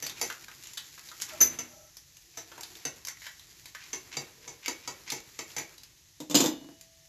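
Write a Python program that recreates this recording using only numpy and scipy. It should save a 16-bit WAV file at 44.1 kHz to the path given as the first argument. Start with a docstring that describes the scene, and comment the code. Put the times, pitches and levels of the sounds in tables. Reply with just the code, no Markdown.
"""A small, hard-walled kitchen. A pizza cutter rolls through flatbread in a nonstick pan: the crust breaks
in grains, the bread rubs, the wheel skids and gives one sharp stick-slip squeak as the pan jolts.
A utensil knocks on a plate further along the counter, bangles click on the cutting arm, and faint hollow
notes come and go over a quiet hiss. Last, something heavy is put down: it chatters on the counter
and leaves steelware ringing."""
import sys
import numpy as np
from scipy import signal
from scipy.fft import rfft, irfft, next_fast_len
from scipy.io import wavfile

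SR = 44100
rng = np.random.default_rng(int(sys.argv[2]) if len(sys.argv) > 2 else 0)


def master(y):
    """Save y as 16-bit WAV."""
    cut = np.clip(np.atleast_2d(y).T, -1, 1)
    pcm = np.round(cut * 32767)  # scale
    wavfile.write(sys.argv[1], SR, pcm.astype(np.int16))


N = 312228
T = np.arange(N) / SR
AGE_S = T[:SR]  # time since a blow


def amp(db):
    """Decibels to gain."""
    return 10 ** (np.asarray(db) / 20)


def unit(x):
    """Scale to rms 1."""
    return x / np.sqrt(np.mean(x ** 2))


def add(out, start_s, x):
    """Mix x into out from start_s on."""
    i = max(int(start_s * SR), 0)
    out[i:i + len(x)] += x[:len(out) - i]


def on_log(hz, points):
    """Read (Hz, value) points on a log-frequency axis."""
    f, value = np.transpose(points)
    return np.interp(np.log(hz + 1), np.log(f), value)


def colour(x, spectrum):
    """Filter x by a (Hz, dB) curve; rms 1."""
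    size = next_fast_len(len(x))
    gain = amp(on_log(np.fft.rfftfreq(size, 1 / SR), spectrum))
    return unit(irfft(rfft(x, size) * gain, size)[:len(x)])


def resonate(x, hz, q):
    """One broad resonance."""
    return signal.lfilter(*signal.iirpeak(hz, q, fs=SR), x)


def low_cut(x, hz):
    """Fourth-order high-pass."""
    return signal.sosfilt(signal.butter(4, hz, "high", fs=SR, output="sos"), x)


def fade(t60_s, size=SR):
    """Exponential decay, 60 dB down after t60_s."""
    return np.exp(-np.log(1000) * AGE_S[:size] / t60_s)


def swell(start_s, length_s):
    """Half-sine envelope."""
    return np.sin(np.pi * np.clip((T - start_s) / length_s, 0, 1))


def burst(spectrum, t60_s, size=8192):
    """Dense modes as decaying coloured noise; the decay alone sets the energy."""
    envelope = fade(t60_s, size)
    noise = colour(rng.standard_normal(size), spectrum)
    sound = unit(noise * envelope) * np.sqrt(np.mean(envelope ** 2))
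    return np.pad(sound, (0, SR - size))


def ring(modes, scatter_db):
    """Struck modes; their shares vary with the point of contact."""
    out = np.zeros(SR)
    for hz, db, t60_s in modes:
        size = min(int(1.2 * t60_s * SR), SR)
        mode = np.sin(2 * np.pi * (hz * AGE_S[:size] + rng.random())) * fade(t60_s, size)
        out[:size] += amp(db + scatter_db * rng.standard_normal()) * mode
    return out


def detune(modes, spread):
    """Grip and point of contact shift each mode from blow to blow."""
    return [(hz * (1 + spread * rng.standard_normal()), db, t60_s) for hz, db, t60_s in modes]


def walk(rate_hz):
    """Smooth random wander, spread near 1."""
    count = int(N / SR * rate_hz) + 2
    return np.interp(T * rate_hz, np.arange(count), rng.standard_normal(count))


def grains(per_s, spread_db):
    """Random impulses, a few much larger than the rest; rms 1."""
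    size = amp(spread_db * np.minimum(rng.exponential(size=N), 4))
    return unit((rng.random(N) < per_s / SR) * size * rng.choice([-1, 1], N))


# room hiss: f/Hz, level/dB
HISS_SPECTRUM = [(15, -36.5), (25, -2), (151, -4), (231, -21.5), (344, -15), (382, -23), (1070, -22.5),
                 (1600, -25.5), (1730, -16.5), (2310, -19), (5260, -14), (6330, -10), (7030, -14),
                 (8690, -21), (14000, -23)]


def hiss(level_db=-59.5):
    """Quiet, steady background noise."""
    return amp(level_db) * colour(rng.standard_normal(N), HISS_SPECTRUM)


# wheel in the crust: t/s, crunch/dB, rub/dB
CUT_LEVELS = [(0.0, -54, -60), (0.12, -61.5, -56.5), (0.26, -45, -59), (0.41, -55.5, -62),
              (0.97, -53.5, -68), (1.23, -50, -64), (1.47, -53, -47), (1.66, -60, -60), (1.95, -70.5, -82),
              (2.28, -60, -91), (2.52, -58.5, -64), (2.76, -53.5, -62.5), (3.13, -62, -65.5),
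              (3.25, -52, -79), (3.41, -57.5, -68), (3.73, -58, -69), (4.01, -57.5, -64.5),
              (4.18, -59, -54.5), (4.47, -61.5, -69), (4.93, -57, -59), (5.39, -58, -68.5),
              (5.6, -55, -61.5), (5.87, -68.5, -69.5), (6.15, -70, -92)]
# breaking crust, rubbing bread: f/Hz, level/dB
CRUST_SPECTRUM = [(150, -56), (900, -33.5), (1800, -2.5), (3000, -6), (4500, -0.5), (6000, -0.5),
                  (7300, 2.5), (8600, -15.5), (10000, -9.5), (12500, -4), (14000, -11)]
RUB_SPECTRUM = [(40, -10), (120, 1), (220, -2.5), (350, 2.5), (550, -8), (900, -4.5), (1500, -5.5),
                (2300, -4.5), (4000, -16.5)]


def cutting():
    """The crust breaks into fine grains and crisp flakes under the wheel; the bread rubs on the pan."""
    times_s, *levels_db = np.transpose(CUT_LEVELS)
    crust_db, rub_db = (np.interp(T, times_s, db) for db in levels_db)
    grip_db = 2 * walk(35)
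    crunch = colour(grains(per_s=3000, spread_db=2), CRUST_SPECTRUM)
    flakes = amp(-8.5) * colour(grains(per_s=90, spread_db=6), CRUST_SPECTRUM)
    rub = colour(rng.standard_normal(N), RUB_SPECTRUM)
    return amp(crust_db + grip_db + 0.2) * (crunch + flakes) + amp(rub_db + grip_db + 2.5) * rub


# knocks of a utensil on a plate, and the pan's jolt as the squeak begins:
# t/s, level/dB, hollow f/Hz, relative ping/dB, relative treble/dB, drag/0-1
KNOCK_EVENTS = [(0.024, -28, 1400, -7.5, -8.5, 0), (0.213, -17.5, 940, -15.5, -10.5, 0.23),
                (0.224, -24, 1900, -9, -16, 0), (1.404, -25, 1290, -14, -22, 0.3),
                (1.587, -26.5, 1360, -8, -26, 0), (2.372, -30, 1410, -6.5, -13.5, 0.18),
                (2.851, -21, 1530, -5, -17, 0.11), (3.93, -26, 1005, -5.5, -20, 0.04),
                (4.168, -19, 910, -11.5, -25, 0.46), (4.476, -31.5, 1036, -14.5, -33, 0.4),
                (4.68, -18, 850, -15.5, -17, 0.3), (4.875, -22, 996, -19, -23, 0.24),
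                (5.119, -21.5, 890, -11, -14, 0.55), (5.162, -35.5, 450, -23, -30, 0),
                (5.389, -24, 1030, -18, -18.5, 0.05), (5.564, -24.5, 1900, -7.5, -15, 0),
                (5.582, -23.5, 1990, -14, -16, 0)]
# plate, steel ping: f/Hz, level/dB, t60/s
PLATE_MODES = [(468, -15, 0.24), (848, -9, 0.09), (1306, -1.5, 0.024), (1881, -6, 0.061),
               (2235, 4.5, 0.036), (2690, -4, 0.076), (3730, -25, 0.033), (3860, -4.5, 0.018),
               (4689, 5, 0.042), (5200, -42, .12), (5320, -8.5, 0.11), (6330, 8, 0.016), (6160, -11, 0.04),
               (6974, 3, 0.061), (7240, 4, 0.061)]
BLADE_MODES = [(6024, 3, 0.02), (6090, 0, 0.022), (6440, -31, 0.12), (7600, -14, 0.04), (11000, -24, 0.044),
               (11600, -30, 0.055)]
# crack, thud and treble of a contact: f/Hz, level/dB
CRACK_SPECTRUM = [(60, -61), (300, -47), (900, -6.5), (1300, -12), (2300, -4.5), (3300, -8), (4800, -5.5),
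                  (6200, 0), (7400, -3.5), (8500, -16), (14000, -48)]
THUD_SPECTRUM = [(30, -28), (80, 4), (150, -4.5), (220, -11.5), (310, 1), (420, -2), (520, -6), (650, -2.5),
                 (950, -8), (1400, -34), (3000, -45)]
TREBLE_SPECTRUM = [(6000, -17), (8600, -30), (10000, -4.5), (12000, 1), (14000, -12)]


def knocks(contact_s=0.00065, typical_db=-20.5):
    """Utensil on plate, or pan jolt: a bright clack, a hollow body. Returns direct sound, room feed."""
    direct, room_feed = np.zeros(N), np.zeros(N)
    attack = 1 - np.exp(-AGE_S / contact_s)
    for t, db, hz, ping_db, treble_db, _ in KNOCK_EVENTS:
        clack = amp(-11) * burst(CRACK_SPECTRUM, t60_s=0.03)
        clack += amp(-22.5) * ring(detune(PLATE_MODES, spread=0.011), scatter_db=3)
        clack += amp(ping_db) * ring(detune(BLADE_MODES, spread=0.0098), scatter_db=2.5)
        clack += amp(treble_db) * burst(TREBLE_SPECTRUM, t60_s=0.02)
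        # pitch depends on where the blow lands
        hollow = [(hz / 3, -35), (hz / 0.91, -10), (hz, 0), (hz * 0.72, -12), (hz * 2, -35)]
        body = amp(-18.5) * (burst(hollow, t60_s=0.028) + burst(THUD_SPECTRUM, t60_s=0.08))
        room_db = 1.5 - 0.29 * (db - typical_db)  # louder knocks are nearer, so drier
        add(direct, t + 0.0005, amp(db + 3) * attack * (clack + amp(-2) * body))
        add(room_feed, t + 0.001, amp(db + room_db) * (clack + body))
    return low_cut(direct, hz=125), low_cut(room_feed, hz=120)


# wheel skids: t/s, length/s, level/dB, f/Hz
WHEEL_SKIDS = [(0.035, 0.038, -44.5, 4470), (0.612, 0.11, -51.5, 3000), (1.27, 0.078, -47, 1370),
               (3.236, 0.05, -46.5, 2000), (3.775, 0.12, -51.5, 1960)]


def scrapes(drag_s=0.058, drag_db=-17, drag_hz=2270):
    """Dense slips: the wheel skids on the pan; an edge drags just before most knocks."""
    slips = colour(grains(per_s=3300, spread_db=4.5), CRACK_SPECTRUM)
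    drags = [(t - drag_s, drag_s, db + drag_db + 20 * np.log10(drag), drag_hz)
             for t, db, *_, drag in KNOCK_EVENTS if drag > 0]
    out = np.zeros(N)
    for t, length_s, db, hz in WHEEL_SKIDS + drags:
        out += amp(db) * swell(t, length_s) * unit(resonate(slips, hz, q=1))
    return out


def click(hz):
    """A light contact: a bright tick over a short resonance that lasts longer at low pitch."""
    spectrum = [(hz / 20, -46), (hz / 5, -22), (hz / 1.57, -11), (hz, 0),
                (hz * 1.27, -10), (hz * 2.55, -16), (hz * 6, -30)]
    resonance = amp(-10) * burst(spectrum, t60_s=0.031 * (4000 / hz) ** 0.5)
    crack = amp(-15.5) * burst(CRACK_SPECTRUM, t60_s=0.032)
    treble = amp(-21) * burst(TREBLE_SPECTRUM, t60_s=0.027)
    return resonance + crack + treble


# bangle and cutter contacts: t/s, level/dB, f/Hz
LIGHT_CONTACTS = [(0.065, -17.5, 4900), (0.096, -24, 4200), (0.301, -22.5, 1480), (0.483, -32, 1600),
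                  (0.636, -32, 7260), (0.671, -30, 7250), (0.734, -28.5, 7250), (0.773, -22.5, 4170),
                  (0.777, -23, 3500), (0.979, -35.5, 1460), (1.088, -30.5, 4040), (1.115, -33.5, 1300),
                  (1.215, -23.5, 5800), (1.22, -15, 6700), (1.969, -29.5, 5800), (2.169, -36.5, 7400),
                  (2.517, -33.5, 1360), (2.579, -32.5, 890), (2.609, -26.5, 6600), (2.633, -24, 4850),
                  (3.05, -23.5, 5700), (3.071, -21.5, 5960), (3.085, -20.5, 6400), (3.083, -28, 2000),
                  (3.219, -34, 1990), (3.266, -27, 1640), (3.395, -35.5, 3960), (3.657, -29, 4360),
                  (3.749, -27.5, 1740), (4.66, -19, 2400), (5.102, -17, 4500), (5.78, -34, 4850),
                  (5.834, -33.5, 4760), (6.811, -32.5, 6540)]


def bangles_and_cutter():
    """Bangles and cutter click as they touch. Returns direct sound, room feed."""
    direct, room_feed = np.zeros(N), np.zeros(N)
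    for t, db, hz in LIGHT_CONTACTS:
        hit = amp(db) * click(hz)
        room_db = -2 - 0.5 * np.log2(hz / 4000)  # high clicks are the nearby bangles, so drier
        add(direct, t, hit)
        add(room_feed, t, amp(room_db) * hit)
    return direct, room_feed


def ticks(per_s=2.5, low_hz=1980, high_hz=6900):
    """Faint chance contacts, louder when the wheel bears down."""
    out = np.zeros(N)
    times_s, crust_db, _ = np.transpose(CUT_LEVELS)
    end_s = times_s[-1]
    for when, pitch in rng.random((int(per_s * end_s), 2)):
        t = when * end_s
        hz = low_hz * (high_hz / low_hz) ** pitch
        add(out, t, amp(np.interp(t, times_s, crust_db) + 20.5) * click(hz))
    return out


# hollow notes: t/s, length/s, level/dB, f/Hz
HOLLOW_NOTES = [(1.307, 0.09, -49, 627), (1.666, 0.25, -59.5, 616), (2.195, 0.75, -63.5, 338.5),
                (4.344, 0.28, -62, 465)]
# their partials: frequency ratio, level/dB
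NOTE_PARTIALS = [(1, 1), (1.31, -8.5), (2.15, -7)]


def hollow_notes():
    """Faint rough notes swell and fade, wandering in level and phase."""
    out = np.zeros(N)
    for t, length_s, db, hz in HOLLOW_NOTES:
        for ratio, partial_db in NOTE_PARTIALS:
            wobble = walk(80) + 1j * walk(80)
            partial = np.real(wobble * np.exp(2j * np.pi * ratio * hz * T))
            out += amp(db + partial_db) * swell(t, length_s) * partial
    return out


# cutter slips: t/s, f/Hz, level/dB, rise/s, t60/s
CUTTER_SLIPS = [(1.405, 6110, -12, 0.0083, 0.12), (1.588, 6050, -34.5, 0.0021, 0.059),
                (1.675, 5900, -63.5, 0.012, 1.7)]
# their rasp: f/Hz, level/dB
RASP_SPECTRUM = [(40, -8), (80, -2), (160, -19), (300, 5), (550, -5), (1200, -4.5), (2100, -1.5),
                 (3200, -9), (5000, -1), (6200, 8.5), (7300, 8.5), (8600, -46), (10500, -3), (12300, 5),
                 (14000, -24)]


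def squeak(onset_db=-13, octave_lag_s=0.005):
    """Metal sticks and slips: an unsteady high tone swells and dies; octave and rasp follow its level."""
    out = np.zeros(N)
    for t, hz, db, rise_s, t60_s in CUTTER_SLIPS:
        rise = amp(db + onset_db * np.clip(1 - (T - t) / rise_s, 0, 1)) * (T > t)
        level = rise * np.exp(-np.log(1000) * np.maximum(T - t - rise_s, 0) / t60_s)
        octave_level = amp(3) * np.interp(T - octave_lag_s, T, level) ** 1.78
        phase = 2 * np.pi * np.cumsum(hz * (1 + 0.01318 * walk(500))) / SR
        tone = level * np.sin(phase) + octave_level * np.sin(2 * phase)
        flutter = amp(1.8 * walk(300))
        rasp = colour(grains(per_s=5000, spread_db=3), RASP_SPECTRUM)
        out += np.sqrt(2) * flutter * tone + amp(-14) * level ** 0.7 * rasp
    return out


# jolts under the squeak: t/s, level/dB
JOLTS = [(1.412, -37), (1.59, -47.5)]
# pan: f/Hz, level/dB, t60/s
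PAN_MODES = [(58, -5, .2), (85, -3, 0.31), (243.6, 5, 0.47), (350, -13, .2), (620, -5, 0.55),
             (805, -24, 0.16), (1160, -15, .2), (1355, 10, 0.19), (2030, 5, 0.42)]


def pan():
    """The pan jolts on its burner as the cutter bears down."""
    out = np.zeros(N)
    for t, db in JOLTS:
        add(out, t, amp(db - 9) * ring(PAN_MODES, scatter_db=1.5))
    return out


# heavy object touches, lands, rocks to rest: t/s, thump/dB, crash/dB
LANDINGS = [(6.203, -34.5, -37.5), (6.298, -31.5, -32.5), (6.311, -33, -30), (6.345, -16.5, -19.5),
            (6.352, -19.5, -12.5), (6.374, -32.5, -20.5), (6.404, -19.5, -17.5), (6.441, -21, -27),
            (6.459, -26.5, -23.5), (6.613, -43.5, -69), (6.645, -44.5, -61), (6.689, -41.5, -64)]
# thump and crash of a landing: f/Hz, level/dB
THUMP_SPECTRUM = [(25, -41.5), (70, -21), (120, -9.5), (200, -5.5), (245, -8.5), (290, 8.5), (400, -15),
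                  (580, -12.5), (700, -11), (1000, -14.5), (1400, -25), (3000, -36)]
CRASH_SPECTRUM = [(60, -40), (400, -19), (1200, -20), (2300, -5.5), (3500, 5), (5000, 0), (7200, 6),
                  (8700, -5.5), (10500, -13.5), (12500, -15), (14000, -19.5)]
# counter, steelware: f/Hz, level/dB, t60/s
COUNTER_MODES = [(214, -5, 0.14), (295.5, 3, 0.21), (333, -26, 0.13), (496, -10, 0.16)]
STEEL_MODES = [(657, -28, 4.7), (1640, -30, 1.3), (2930, -16.5, 1.22), (3130, -20, .35), (3590, -6, 0.194),
               (4380, -14, 0.71), (4980, -2.5, 0.42), (5373, -10, 0.27), (6150, -6, 0.51), (6740, 0, 0.32),
               (7192, -3, 0.47), (7100, 0, .22), (12050, -2.5, .15), (12400, -8.5, 0.51)]


def clatter(first_gap_s=0.008, gap_growth=1.4, thump_loss_db=4, crash_loss_db=8, rest_db=-40):
    """A heavy object lands and chatters: the counter booms; steel jangles, damped by the contacts."""
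    out = np.zeros(N)
    damped_steel = [(hz, db, 0.11) for hz, db, _ in STEEL_MODES]
    for t, thump_db, crash_db in LANDINGS:
        for bounce in range(5):
            thump = amp(-2) * burst(THUMP_SPECTRUM, t60_s=0.064)
            thump += amp(-14) * ring(detune(COUNTER_MODES, spread=0.019), scatter_db=0.5)
            crash = amp(-2) * burst(CRASH_SPECTRUM, t60_s=0.044)
            crash += amp(-14.5) * ring(detune(damped_steel, spread=0.0079), scatter_db=3.5)
            add(out, t, amp(thump_db) * thump + amp(crash_db) * crash)
            if thump_db < rest_db:
                break
            t += first_gap_s * gap_growth ** bounce
            thump_db -= thump_loss_db
            crash_db -= crash_loss_db
    return low_cut(out, hz=145)


def steelware(struck_s=6.354, level_db=-31.5):
    """The hardest blow of the clatter sets steel dishes ringing."""
    out = np.zeros(N)
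    add(out, struck_s, amp(level_db) * ring(STEEL_MODES, scatter_db=0))
    return out


# kitchen reverberation: f/Hz, t60/s
ROOM_DECAY = [(150, 0.43), (400, 0.4), (1000, 0.31), (2800, 0.41), (7300, 0.19), (13000, 0.16)]


def kitchen(x, early_s=0.039, build_s=0.00052):
    """Dense early reflections from tiles and cupboards, then a tail whose treble dies first."""
    hz = np.fft.rfftfreq(SR, 1 / SR)
    spectrum = np.exp(2j * np.pi * rng.random(len(hz)))
    edges_hz = np.append(0, np.geomspace(150, SR / 2, num=10))
    early = np.exp(-(AGE_S / early_s) ** 2)
    response = np.zeros(SR)
    for lo, hi in zip(edges_hz, edges_hz[1:]):
        band = irfft(spectrum * (hz >= lo) * (hz < hi), SR)
        late = amp(5) * fade(on_log((lo + hi) / 2, ROOM_DECAY))
        response += band * (early + late)
    response *= 1 - np.exp(-AGE_S / build_s)
    return signal.fftconvolve(x, response / np.sqrt(np.sum(response ** 2)))[:N]


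def scene():
    """Mono mix; knocks, clicks, clatter, squeak and scrapes also feed the room."""
    knock, knock_feed = knocks()
    clicks, click_feed = bangles_and_cutter()
    crash, squeal, scrape = clatter(), squeak(), scrapes()
    direct_only = hiss() + steelware() + pan() + cutting() + ticks() + hollow_notes()
    room = kitchen(knock_feed + click_feed + amp(-3) * crash + amp(-4.5) * squeal + amp(-8) * scrape)
    return (knock + clicks + crash + squeal + scrape + direct_only + room)[None]


def record(dry, top_hz=14100):
    """The sound loses its deep bass, dips near 8.7 kHz and ends at 14 kHz."""
    thin = low_cut(dry, hz=41.5)
    dipped = thin - 0.62 * resonate(thin, hz=8730, q=4.8)
    return signal.sosfilt(signal.ellip(10, 0.2, 70, top_hz, fs=SR, output="sos"), dipped)


dry = scene()
out = record(dry)
master(out)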